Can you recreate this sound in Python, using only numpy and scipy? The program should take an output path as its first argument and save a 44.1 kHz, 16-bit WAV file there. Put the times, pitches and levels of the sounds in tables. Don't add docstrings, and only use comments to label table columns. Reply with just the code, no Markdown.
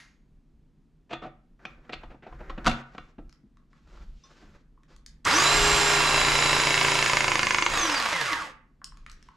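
import sys
import numpy as np
from scipy import signal
from scipy.fft import rfft, irfft, next_fast_len
from scipy.io import wavfile
from scipy.ndimage import map_coordinates

SR = 44100
rng = np.random.default_rng(int(sys.argv[2]) if len(sys.argv) > 2 else 0)


def transcribe(signal):
    frames = np.atleast_2d(signal).T
    limited = np.clip(frames, -1, 1)
    pcm = np.round(limited * 32767).astype(np.int16)
    wavfile.write(sys.argv[1], SR, pcm)


N = 412776

# frequency in Hz, level in dB, t60 in seconds.
OPENING_MODES = [(1890, 5, 0.24), (2100, -1, 0.26), (2713, -16, 0.31), (2998, -15, 0.29), (3640, -7, 0.28),
                 (4522, -6, 0.28), (6620, -13, 0.6), (10600, -11, 0.24)]
JAW_MODES = [(133.5, -5, 0.45), (238, -6, 0.16), (329.4, -1, 0.22), (520, -4, .1), (673, -0.5, 0.062),
             (734, 2, .12), (1226, -5, .16), (1296, -2, .18), (1464, -4.5, 0.2), (1860, -3.5, 0.2),
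             (2510, -2, 0.092), (2790, -4, 0.17), (2990, -8, 0.1), (3510, -0.5, 0.23), (3950, -1, .12),
             (4250, -3, 0.14), (6750, -4, .15)]
PING_MODES = [(1080, -1, 0.31), (1960, -15, 0.16), (3570, 2, 0.18), (5140, 6, 0.11), (5900, 3, 0.13),
              (6730, -20, 0.56)]
STAND_MODES = [(151, -37.5, .35), (199, -33, 0.21), (237, -32, 0.4)]

# frequency in Hz, relative gain in dB.
WASH_SPECTRUM = [(300, -24), (900, -5), (1900, 3), (3000, -5), (6500, -7.5), (8500, -23), (11000, -28),
                 (15000, -38.5)]
AIR_SPECTRUM = [(12, -50), (20, -10.5), (37, 1), (59, -13.5), (111, -21.5), (151, -8), (183, -19.5),
                (229, -13.5), (337, -24.5), (484, -32.5), (555, -37), (7000, -56.5), (15000, -71)]
RUMBLE_SPECTRUM = [(12, -24), (20, 2.5), (33, 5), (52, 0), (102, -25), (140, -13), (250, -27), (320, -46),
                   (550, -120)]
SCRAPE_SPECTRUM = [(150, -1.5), (350, 10), (800, 2), (1500, 5), (2500, -7), (4000, -38)]
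RUSTLE_SPECTRUM = [(1200, -22), (2500, 2.5), (4500, 0.5), (7300, -6), (8500, -17.5), (14000, -34)]
BUMP_SPECTRUM = [(60, -3.5), (200, 13.5), (450, 10.5), (720, 11.5), (930, 6.5), (1300, 5.5), (1800, 2.5),
                 (2130, 0.5), (2500, 4.5), (3500, -4), (4400, -9), (5000, -14.5), (7500, -24), (10000, -46),
                 (15000, -54.5)]
SNAP_SPECTRUM = [(45, -26), (75, -1.5), (100, -12), (150, -0.5), (240, 2.5), (400, -10.5), (680, -3),
                 (1000, -3.5), (1450, -6), (1900, -10), (2500, -6.5), (4500, -13), (7600, -22.5),
                 (11500, -39), (15000, -51)]
CLICK_SPECTRUM = [(200, -20.5), (750, -16.5), (1100, 6), (2000, 4), (3500, 0.5), (5200, 2.5), (7500, -4.5),
                  (10500, -12), (15000, -33)]
GEAR_SPECTRUM = [(60, -10.5), (140, -16.5), (190, -9.5), (320, -6), (480, -3), (800, -2.5), (1100, 3.5),
                 (1800, -0.5), (2700, -3), (3200, -6), (4400, -12.5), (5100, -9.5), (5750, -14),
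                 (6600, -14), (7800, -18), (9800, -25), (12300, -31.5), (15000, -48.5)]
FAN_SPECTRUM = [(20, -26.5), (45, -8), (65, -1.5), (110, -5.5), (200, -24.5), (500, -71.5)]
SLAP_SPECTRUM = [(150, -22), (330, -8), (500, 6), (750, 0.5), (1100, 6), (2100, 5.5), (3000, -0.5),
                 (4200, -1), (7500, -16.5), (11000, -36), (15000, -59.5)]
SLACK_SPECTRUM = [(200, -10), (400, -5.5), (750, -2.5), (1100, 9.5), (1500, 5), (2000, 8.5), (2700, -9.5)]
THUD_SPECTRUM = [(40, -23), (80, 8), (220, -9.5), (600, 8), (900, 2), (2000, -35)]
CHATTER_SPECTRUM = [(300, -5.5), (1000, 7), (2300, 3), (3700, -2.5), (5300, 0.5), (6200, -1.5),
                    (8000, -12.5), (11000, -33), (15000, -58)]
ROOM_SIDE_SPECTRUM = [(150, -17.5), (600, -14.5), (1800, -2), (5000, -3), (12000, -24)]

# frequency in Hz, t60 in seconds.
ROOM_DECAY = [(120, 0.28), (700, 0.41), (2000, 0.44), (5000, 0.24), (12000, 0.21)]
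# start in seconds, length in seconds, level in dB.
SHIFTS = [(.28, 0.12, -53), (.52, 0.155, -56.5), (1.12, 0.21, -54), (1.47, 0.09, -52.5), (1.67, 0.15, -52),
          (1.93, 0.24, -46), (2.28, 0.53, -43.5), (2.65, 0.1, -32.5), (2.98, 0.1, -47), (3.18, 0.12, -45.5),
          (3.82, 0.26, -50.5), (3.99, 0.21, -44.5), (4.43, 0.14, -44.5), (4.65, 0.83, -57),
          (5.1, 0.11, -52.5), (5.5, 0.31, -31.5), (6.1, 0.41, -41), (7.7, 0.12, -39.5), (8.86, 0.45, -50.5)]
# start in seconds, length in seconds, scrape in dB, rustle in dB.
SLIDES = [(1.59, 0.2, -62, -76), (1.78, 0.42, -62.5, -78), (2.23, 0.57, -55.5, -73.5),
          (2.65, 0.17, -50, -59), (2.85, 0.28, -66, -72.5), (3.7, 0.18, -74, -77), (3.87, 0.18, -61.5, -68),
          (4.02, 0.44, -80, -73), (4.24, 0.39, -64, -72), (4.88, 0.084, -64, -69),
          (8.9, 0.51, -78.5, -74.5)]
# start in seconds, level in dB, tilt in dB per octave, favoured Hz, t60 in seconds.
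LEAD_IN_AND_BUMPS = [(1.093, -53, 1.5, 700, .08), (1.105, -39, 0.5, 700, 0.09),
                     (1.126, -39.5, 3, 3200, 0.04), (1.131, -33.5, 2, 680, 0.03),
                     (1.217, -41.5, -1.5, 1270, 0.13), (1.244, -41, -3.5, 740, 0.08),
                     (1.261, -48, -2, 530, .05), (1.652, -38, 1.5, 2520, .016), (1.778, -59, -8, 1500, .03),
                     (1.849, -63, -2, 2200, 0.025), (1.893, -41.5, -1, 2010, 0.03),
                     (1.922, -44, 2.5, 4250, .06), (1.931, -37.5, 2, 2400, 0.017),
                     (1.937, -42.5, 5, 4250, 0.022), (2.032, -45.5, -1, 900, 0.039),
                     (2.1, -52, -1.5, 550, 0.09), (2.141, -51, -5, 828, 0.046),
                     (2.222, -51.5, -1.5, 2100, 0.1), (2.263, -44, -3, 800, .05),
                     (2.325, -48, -4.5, 1070, 0.026), (2.404, -45.5, -3.5, 796, 0.049),
                     (2.496, -38, 0.5, 1125, 0.035), (2.577, -37.5, -2.5, 1500, 0.038),
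                     (2.947, -46.5, -1.5, 1360, 0.031), (2.980, -40.5, 1, 1120, 0.016),
                     (3.181, -42.5, -5, 285, .05), (3.431, -54, -21, 208, 0.072),
                     (4.422, -56, -3.5, 280, 0.07)]
# start in seconds, level in dB.
PINGS = [(1.651, -61), (4.237, -58.5)]
# start in seconds, relative level in dB, favoured frequency in Hz.
SNAP_BLOWS = [(2.645, -18.5, 1440), (2.654, -12, 1380), (2.662, -2.5, 1350), (2.6676, 4, 1370),
              (2.673, 2, 950), (2.678, 1, 198), (2.695, -8.5, 720), (2.713, -12.5, 2353)]
# start in seconds, level in dB, tilt in dB per octave, favoured Hz.
CLICKS = [(3.295, -66, -0.5, 5030), (3.327, -63, -0.5, 5130), (3.571, -67, -4, 1090),
          (3.731, -64, -11, 1100), (3.975, -60, -10, 1120), (4.776, -66, -21, 1080), (4.834, -70, -1, 1800),
          (4.964, -63.5, 1.5, 1110), (5.0629, -50.5, 5.5, 6670), (5.2515, -36.5, 9.5, 6240),
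          (8.817, -52.5, -16, 1060), (8.8437, -42.5, 10, 4950), (8.922, -58, -15, 1080),
          (8.972, -61, -0.5, 1120), (9.064, -49, -4, 1850), (9.098, -54.5, -0.5, 1800),
          (9.116, -57, 11, 1540), (9.227, -61, 0, 6600), (9.287, -53, -8, 970)]
# time in seconds, share of the relief pressure.
OIL_PRESSURE = [(5.65, 0), (5.8, .032), (6.0, .128), (6.2, .213), (6.45, .224), (6.7, .284), (6.95, .29),
                (7.1, .373), (7.25, .554), (7.45, .701), (7.58, .802), (7.665, 1), (7.72, .373), (7.78, 0)]
# multiple of pump speed, relative level in dB, change under load in dB.
MESH_TONES = [(0.98, -48.5, 2.4), (3, -56, 3.5), (4, -60, 5.4), (5, -46, 0.85), (8, -55, 11),
              (11, -59.5, 10), (125 / 9, -36, -0.5), (18, -51.5, 4.1), (20, -53.5, 9), (22, -48, 4.8),
              (250 / 9, -49, -1.5), (36, -55, 7), (45, -39, -9.5), (500 / 9, -42.5, -8), (94, -36.5, -1)]
# multiple of pump speed, relative level in dB.
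SLACK_TONES = [(375 / 9, -48.5), (44, -42), (46, -44.5), (68, -42.5), (110, -57), (170, -53),
               (500 / 3, -39), (300, -36.5)]
# multiple of rotor speed, relative level in dB, load change in dB, coast change in dB.
WHINE_TONES = [(10, -1, -34.5, 6), (13, -9, -21, -23.5), (17.72, -13, -5.5, -18), (18, 1, -24.5, -2),
               (20, -12.5, -18, -1)]
# centre in Hz, width in Hz, gain in dB.
CAN_BANDS = [(2560, 1640, -12.5), (3950, 91, 14), (4740, 190, 12.5), (5120, 140, 7.5), (6090, 300, 10)]
HOUSING_MODES = [(1018, 87, 1), (1720, 58, -2), (2122, 160, -1.5), (2742, 170, 1), (3800, 260, -15),
                 (4700, 190, -8), (5100, 540, -15), (6380, 300, -26)]
# pitch in Hz, load change in Hz, lead on the knock in turns, relative level in
# dB, load change in dB.
SQUEALS = [(10000, -1600, 0.25, -34.5, -9.5), (7500, -700, 0.13, -54.5, 23)]
# frequency in Hz, left minus right in dB.
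MOTOR_PAN = [(100, 3), (500, -1.5), (1200, -1.5), (2200, -2), (4000, -3.5), (8000, 0.1)]

TRIGGER_S, LAST_STROKE_S, POWER_CUT_S = 5.245, 7.6636, 7.735
FREE_RPS = 29.55
ROTOR_RATIO = 125 / 9


def amp(db):
    return 10 ** (np.asarray(db) / 20)


def along(points, hz):
    knots_hz, values = np.transpose(points)
    return np.interp(np.log(hz + 1), np.log(knots_hz + 1), values)


def ramp(start_s, length_s):
    return np.clip((np.arange(N) / SR - start_s) / length_s, 0, 1)


def wobble(rate_hz):
    return map_coordinates(rng.standard_normal(int(N * rate_hz / SR) + 4), [np.arange(N) * rate_hz / SR])


def filtered(x, response):
    size = x.shape[-1]
    padded = next_fast_len(size + 8192)
    return irfft(rfft(x, padded) * response(np.fft.rfftfreq(padded, 1 / SR)), padded)[..., :size]


def lowpass(x, cutoff_hz):
    return filtered(x, lambda hz: 1 / (1 + (hz / cutoff_hz) ** 8))


def resonance(hz, centre_hz, width_hz):
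    return 1j * hz * width_hz / (centre_hz ** 2 - hz * hz + 1j * hz * width_hz)


def coloured(x, spectrum, size=4096):
    cepstrum = irfft(np.log(amp(along(spectrum, np.fft.rfftfreq(size, 1 / SR)))))
    cepstrum[1:size // 2] *= 2
    cepstrum[size // 2 + 1:] = 0
    return signal.fftconvolve(x, irfft(np.exp(rfft(cepstrum))))[:len(x)]


def noise(spectrum):
    x = coloured(rng.standard_normal(N), spectrum)
    return x / np.sqrt(np.mean(x ** 2) + 1e-20)


def add(track, start_s, x):
    part = track[round(start_s * SR):][:len(x)]
    part += x[:len(part)]


def pulses(at, size):
    taps = np.floor(at).astype(int)[:, None] + np.arange(-7, 9)
    gap = taps - at[:, None]
    shape = np.sinc(gap) * np.cos(np.pi * gap / 16) ** 2
    return np.bincount(np.clip(taps, 0, N - 1).ravel(), (shape * size[:, None]).ravel(), N)


def ringing(modes, t):
    return sum(amp(db + rng.normal(0, 2.7) - 60 * t / t60_s) * np.sin(2 * np.pi * (hz * t + rng.random()))
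               for hz, db, t60_s in modes)


def in_room(x, wet_db):
    hz, t, spectra = signal.stft(rng.standard_normal((2, SR // 2)), SR, nperseg=256)
    tail = signal.istft(spectra * amp(-60 * t / along(ROOM_DECAY, hz)[:, None]), SR, nperseg=256)[1]
    mid, side = np.pad(tail / np.linalg.norm(tail[0]), ((0, 0), (SR // 250, 0)))
    side = filtered(side, lambda hz: amp(along(ROOM_SIDE_SPECTRUM, hz)))
    wet = signal.fftconvolve(x[None], np.array([mid + side, mid - side]), axes=1)[:, :N]
    return x + amp(wet_db) * wet


def opening_ring(modes_db=-59, wash_db=-52.5, wash_t60_s=0.39):
    t = np.arange(N) / SR
    modes = amp(modes_db) * ringing(OPENING_MODES, t)
    wash = amp(wash_db - 60 * t / wash_t60_s) * noise(WASH_SPECTRUM)
    return ramp(0, 0.0013) * (modes + wash)


def room_air():
    centre = amp(-60.5) * noise(AIR_SPECTRUM)
    return centre + amp(-73.5) * np.array([noise(AIR_SPECTRUM), noise(AIR_SPECTRUM)])


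def swells(movements):
    gains = np.zeros((len(movements[0]) - 2, N))
    for start_s, length_s, *levels_db in movements:
        shape = np.abs(np.sin(np.linspace(0, np.pi, round(length_s * SR)))) ** 0.39
        for gain, db in zip(gains, levels_db):
            add(gain, start_s, amp(db) * shape)
    return gains


def handling():
    rumble_gain, = swells(SHIFTS)
    scrape_gain, rustle_gain = swells(SLIDES)
    grain_db = 4 * wobble(45) + 1.1 * wobble(490)
    scrape = scrape_gain * amp(grain_db) * noise(SCRAPE_SPECTRUM)
    rustle = rustle_gain * amp(0.43 * grain_db) * noise(RUSTLE_SPECTRUM)
    return in_room(scrape + rustle, wet_db=-9.5) + rumble_gain * noise(RUMBLE_SPECTRUM)


def strike(favoured_hz, t60_s, ring_db, attack_s, tick=0):
    t = np.arange(SR // 2) / SR
    crack = amp(-60 * t / t60_s) * rng.standard_normal(len(t))
    ring = amp(ring_db) * ringing(JAW_MODES, t * rng.normal(1, 0.018))
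    blow = tick * (t == 0) + (crack + ring) * (1 - np.exp(-t / attack_s))
    return filtered(blow, lambda hz: 1 + amp(6.5) * resonance(hz, favoured_hz, 0.14 * favoured_hz))


def tilted(blow, db_per_octave, low_hz, high_hz):
    return coloured(blow, [(low_hz, 0), (high_hz, db_per_octave * np.log2(high_hz / low_hz))])


def at_level(blow, db):
    return amp(db) * blow / np.std(blow[:SR // 50])


def lead_in_and_bumps(seated_s=1.5, seated_db=-4.5):
    track = np.zeros(N)
    for start_s, db, tilt, favoured_hz, t60_s in LEAD_IN_AND_BUMPS:
        ring_db = -31.5 + 10 * np.log10(t60_s / 0.04) + seated_db * (start_s > seated_s)
        burst = strike(favoured_hz, t60_s, ring_db, attack_s=0.27 * t60_s)
        burst = tilted(coloured(burst, BUMP_SPECTRUM), tilt, low_hz=300, high_hz=5000)
        add(track, start_s, at_level(burst, db))
    return track


def pings(attack_s=0.00067):
    track, t = np.zeros(N), np.arange(SR // 2) / SR
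    for start_s, db in PINGS:
        add(track, start_s, amp(db) * ringing(PING_MODES, t) * (1 - np.exp(-t / attack_s)))
    return track


def jaw_snap(thump_s=2.668):
    track, t = np.zeros(N), np.arange(SR // 2) / SR
    for start_s, db, favoured_hz in SNAP_BLOWS:
        blow = strike(favoured_hz, t60_s=0.023, ring_db=-31, attack_s=0.00039)
        add(track, start_s, at_level(coloured(blow, SNAP_SPECTRUM), db - 25))
    add(track, thump_s, ringing(STAND_MODES, t) * (1 - np.exp(-t / 0.004)))
    return track


def small_clicks():
    track = np.zeros(N)
    for start_s, db, tilt, favoured_hz in CLICKS:
        blow = strike(favoured_hz, t60_s=0.01, ring_db=-38, attack_s=0.0001, tick=3.6)
        blow = tilted(coloured(blow, CLICK_SPECTRUM), tilt, low_hz=870, high_hz=6000)
        add(track, start_s, at_level(blow, db))
    return track


def shaft_rps(pressure, spin_up_s=0.108, sag_rps=4.69, cut_rps=28.32, friction_rps2=27.9, drag_per_s=0.5):
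    t = np.arange(N) / SR
    driven = (FREE_RPS - sag_rps * pressure) * np.tanh((t - TRIGGER_S) / spin_up_s)
    offset_rps = friction_rps2 / drag_per_s
    coasting = (cut_rps + offset_rps) * np.exp(-drag_per_s * (t - POWER_CUT_S)) - offset_rps
    return np.maximum(np.minimum(driven, coasting), 0)


def turning(rps, silent_rps=0.546, fade_rps=7.2):
    return np.clip((rps - silent_rps) / fade_rps, 0, 1)


def gear_gains(rps, pressure, released):
    drive = rps / FREE_RPS
    surge = (1 - released) * drive * (1 - drive) ** 2
    gate = ramp(TRIGGER_S, 0.009) * (1 - released + released * turning(rps))
    body_db = -25.5 - 23 * pressure ** 1.44 - 4.5 * released + 2 * surge / surge.max()
    treble_db = -29.5 - 15 * pressure - 7 * released
    return gate * amp(body_db), gate * amp(treble_db)


def gear_rattle(turns, rps, pressure, released, teeth=125, jitter_s=0.00004):
    tooth = np.arange(np.ceil(turns[0] * teeth) + 1, turns[-1] * teeth - 1).astype(int)
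    size, offset = rng.standard_normal((2, teeth))
    time_scatter, size_scatter = rng.standard_normal((len(tooth), 2)).T
    at = np.interp((tooth + 0.3 * offset[tooth % teeth]) / teeth, turns, np.arange(N))
    impacts = pulses(at + jitter_s * SR * time_scatter, size[tooth % teeth] + 0.65 * size_scatter)
    drive = np.gradient(turns) * SR / FREE_RPS
    running = drive > 0
    rattle = coloured(impacts / np.std(impacts[running]) + 0.47 * rng.standard_normal(N), GEAR_SPECTRUM)
    throb = 7.4 * np.cos(4 * np.pi * turns) + 1.8 * np.cos(8 * np.pi * turns)
    rattle *= 1 + (0.025 + 0.018 * pressure) * throb
    treble = filtered(rattle, lambda hz: 1 / (1 + (3500 / (hz + 1)) ** 8))
    body = rattle - treble - np.clip(1 - drive, 0, 1) * lowpass(rattle, 800)
    body_gain, treble_gain = gear_gains(rps, pressure, released)
    return body_gain * body / np.std(body[running]) + treble_gain * treble / np.std(treble[running])


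def partials(tones, turns, flutter_db):
    return sum(amp(db + flutter_db * wobble(45)) * np.sin(2 * np.pi * k * turns + 0.0041 * k * wobble(70))
               for k, db in tones)


def gear_hum(uneven_turns, rps, pressure, released):
    drive = rps / FREE_RPS
    load = np.tanh(pressure / 0.27)
    tones = [(k, db + load_db * load) for k, db, load_db in MESH_TONES]
    mesh = partials(tones, uneven_turns, flutter_db=1) * (1 + 0.34 * wobble(170))
    mesh_gain = amp(4 - 8.5 * pressure - 10.5 * released) * drive ** 0.83
    rotor_gain = amp(-46.5 + 1.8 * wobble(5.3)) * released * drive ** 2.2
    return mesh_gain * mesh + rotor_gain * np.sin(2 * np.pi * ROTOR_RATIO * uneven_turns)


def slack_gears(turns, uneven_turns, rps):
    starting = np.clip(1 - (turns - turns[0]) / 6, 0, 1)
    coasting = np.clip(turns / 3, 0, 1)
    gain = (amp(8) * starting + coasting) * np.minimum(4 * rps / FREE_RPS, 1)
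    tones = partials(SLACK_TONES, uneven_turns + 0.0014 * wobble(150), flutter_db=1.5)
    return filtered(gain * tones, lambda hz: amp(along(SLACK_SPECTRUM, hz)))


def rotor_whine(turns, uneven_turns, rps, pressure, released, dip_lead_turns=0.14, end_rps=17.3):
    rotor_rad = 2 * np.pi * ROTOR_RATIO * uneven_turns
    shake_rad = 0.53 * np.sin(2 * np.pi * turns)
    tone = np.zeros(N)
    for k, db, load_db, coast_db in WHINE_TONES:
        flutter_db = (1.7 + 0.5 * released) * wobble(60)
        gain = amp(db + load_db * pressure + coast_db * released + flutter_db)
        tone += gain * np.sin(k * rotor_rad + shake_rad + 0.98 * wobble(120))
    tone *= amp(-31) * (rps / FREE_RPS) ** (1 + 1.3 * released)
    tone *= 1 - 0.4 * np.cos(2 * np.pi * (turns + dip_lead_turns))
    tone *= 1 - released * np.clip(end_rps + 1 - rps, 0, 1)
    return filtered(tone, lambda hz: amp(sum(db * np.exp(-((hz - centre_hz) / width_hz) ** 2)
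                                             for centre_hz, width_hz, db in CAN_BANDS)))


def fan_draught(rps):
    return amp(-49) * (rps / FREE_RPS) ** 4 * np.array([noise(FAN_SPECTRUM), noise(FAN_SPECTRUM)])


def strokes(turns):
    return np.interp(np.arange(np.ceil(turns[0]), turns[-1]), turns, np.arange(N))


def knock_strength_db(rps, pressure, released, full_db=-0.2, idle_db=-9.5, coast_db=-15):
    pumping = np.maximum(amp(full_db) * np.tanh(pressure / 0.2), amp(idle_db))
    loose = amp(coast_db) * (1 - rps / FREE_RPS) * turning(rps)
    return 20 * np.log10(np.where(released > 0, loose, pumping) + 1e-9)


def housing(blows):
    ring = filtered(blows, lambda hz: sum((-1) ** k * amp(db) * resonance(hz, centre_hz, width_hz)
                                          for k, (centre_hz, width_hz, db) in enumerate(HOUSING_MODES)))
    return lowpass(ring, cutoff_hz=7000)


def piston(turns, pressure, knock_db, bounce_s=0.00094, chatter_s=0.0038):
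    at = strokes(turns)
    size_scatter, time_scatter = rng.standard_normal((len(at), 2)).T
    size = amp(0.5 * size_scatter + knock_db[at.astype(int)])
    blows = pulses(at, size) + pulses(at + bounce_s * SR, 0.41 * size)
    rebound_s = 0.0024 + 0.00188 * pressure[at.astype(int)] + 0.00038 * time_scatter
    rebounds = lowpass(pulses(at + rebound_s * SR, 0.45 * size), cutoff_hz=2300)
    t = np.arange(SR // 50) / SR
    chatter_gain = signal.fftconvolve(blows, np.exp(-t / chatter_s))[:N]
    chatter = coloured(chatter_gain * rng.standard_normal(N), CHATTER_SPECTRUM)
    thud = coloured(blows, THUD_SPECTRUM)
    return amp(18) * housing(blows + rebounds) + oil_ring(at, size, pressure) + amp(-18.5) * chatter + thud


def oil_ring(at, size, pressure, start_hz=2890, fall_s=0.001174, peak_s=0.0013):
    track, t = np.zeros(N), np.arange(SR // 50) / SR
    shape = t / peak_s * np.exp(1 - t / peak_s)
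    for i, gain, detune in zip(at.astype(int), size, rng.normal(1, 0.043, len(at))):
        end_hz = 1500 - 650 * pressure[i]
        pitch_hz = detune * (end_hz + (start_hz - end_hz) * np.exp(-t / fall_s))
        chirp = np.sin(2 * np.pi * np.cumsum(pitch_hz) / SR)
        add(track, i / SR, gain * np.sqrt(pressure[i]) * shape * chirp)
    return amp(-19.5) * track


def valve_squeal(turns, pressure, knock_db, fall_hz_per_turn=2200):
    track = np.zeros(N)
    for hz, load_hz, lead_turns, db, load_db in SQUEALS:
        phase_turns = (turns + lead_turns + 0.5) % 1 - 0.5
        pitch_hz = hz + load_hz * pressure - fall_hz_per_turn * phase_turns + 330 * wobble(1500)
        opening = np.cos(np.pi * phase_turns) ** 8
        gain = amp(db + load_db * pressure + 0.5 * knock_db)
        track += gain * opening * np.sin(2 * np.pi * np.cumsum(pitch_hz) / SR)
    return track * np.minimum(10 * pressure, 1)


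def piston_slaps(turns, rps, released, tick_t60_s=0.0049, rattle_t60_s=0.064):
    at = strokes(turns).astype(int)
    strength = released * turning(rps) * (1 - rps / FREE_RPS) ** 0.16
    blows = np.bincount(at, strength[at], N)
    t = np.arange(SR // 10) / SR
    shape = amp(-60 * t / rattle_t60_s - 6) + amp(-60 * t / tick_t60_s)
    return amp(-20) * signal.fftconvolve(blows, shape)[:N] * noise(SLAP_SPECTRUM)


def panned(x, right_lead_s=0.000008):
    return filtered(x, lambda hz: amp(np.outer([0.5, -0.5], along(MOTOR_PAN, hz)))
                    * np.exp(np.outer([-1, 1], 1j * np.pi * hz * right_lead_s)))


def motor_and_pump():
    pressure = np.interp(np.arange(N) / SR, *np.transpose(OIL_PRESSURE))
    released = ramp(LAST_STROKE_S + 0.0086, 0.097)
    rps = shaft_rps(pressure)
    turns = np.cumsum(rps) / SR
    turns -= turns[round(LAST_STROKE_S * SR)]
    knock_db = knock_strength_db(rps, pressure, released)
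    uneven_turns = turns + 0.0029 * amp(2 * knock_db) * np.sin(2 * np.pi * (turns + 0.36))
    tool = gear_rattle(turns, rps, pressure, released)
    tool += piston(turns, pressure, knock_db)
    tool += valve_squeal(turns, pressure, knock_db)
    tool += piston_slaps(turns, rps, released)
    tool += gear_hum(uneven_turns, rps, pressure, released)
    tool += slack_gears(turns, uneven_turns, rps)
    tool += rotor_whine(turns, uneven_turns, rps, pressure, released)
    return panned(in_room(tool, wet_db=-7.5)) + fan_draught(rps)


def scene():
    steel = lead_in_and_bumps() + pings() + opening_ring()
    air = room_air()
    contacts = in_room(steel, wet_db=-13)
    contacts += in_room(small_clicks(), wet_db=-5)
    contacts += in_room(jaw_snap(), wet_db=-11)
    return contacts + motor_and_pump() + handling() + air


def record(dry):
    return filtered(dry, lambda hz: hz < 15050)


dry = scene()
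out = record(dry)
transcribe(out)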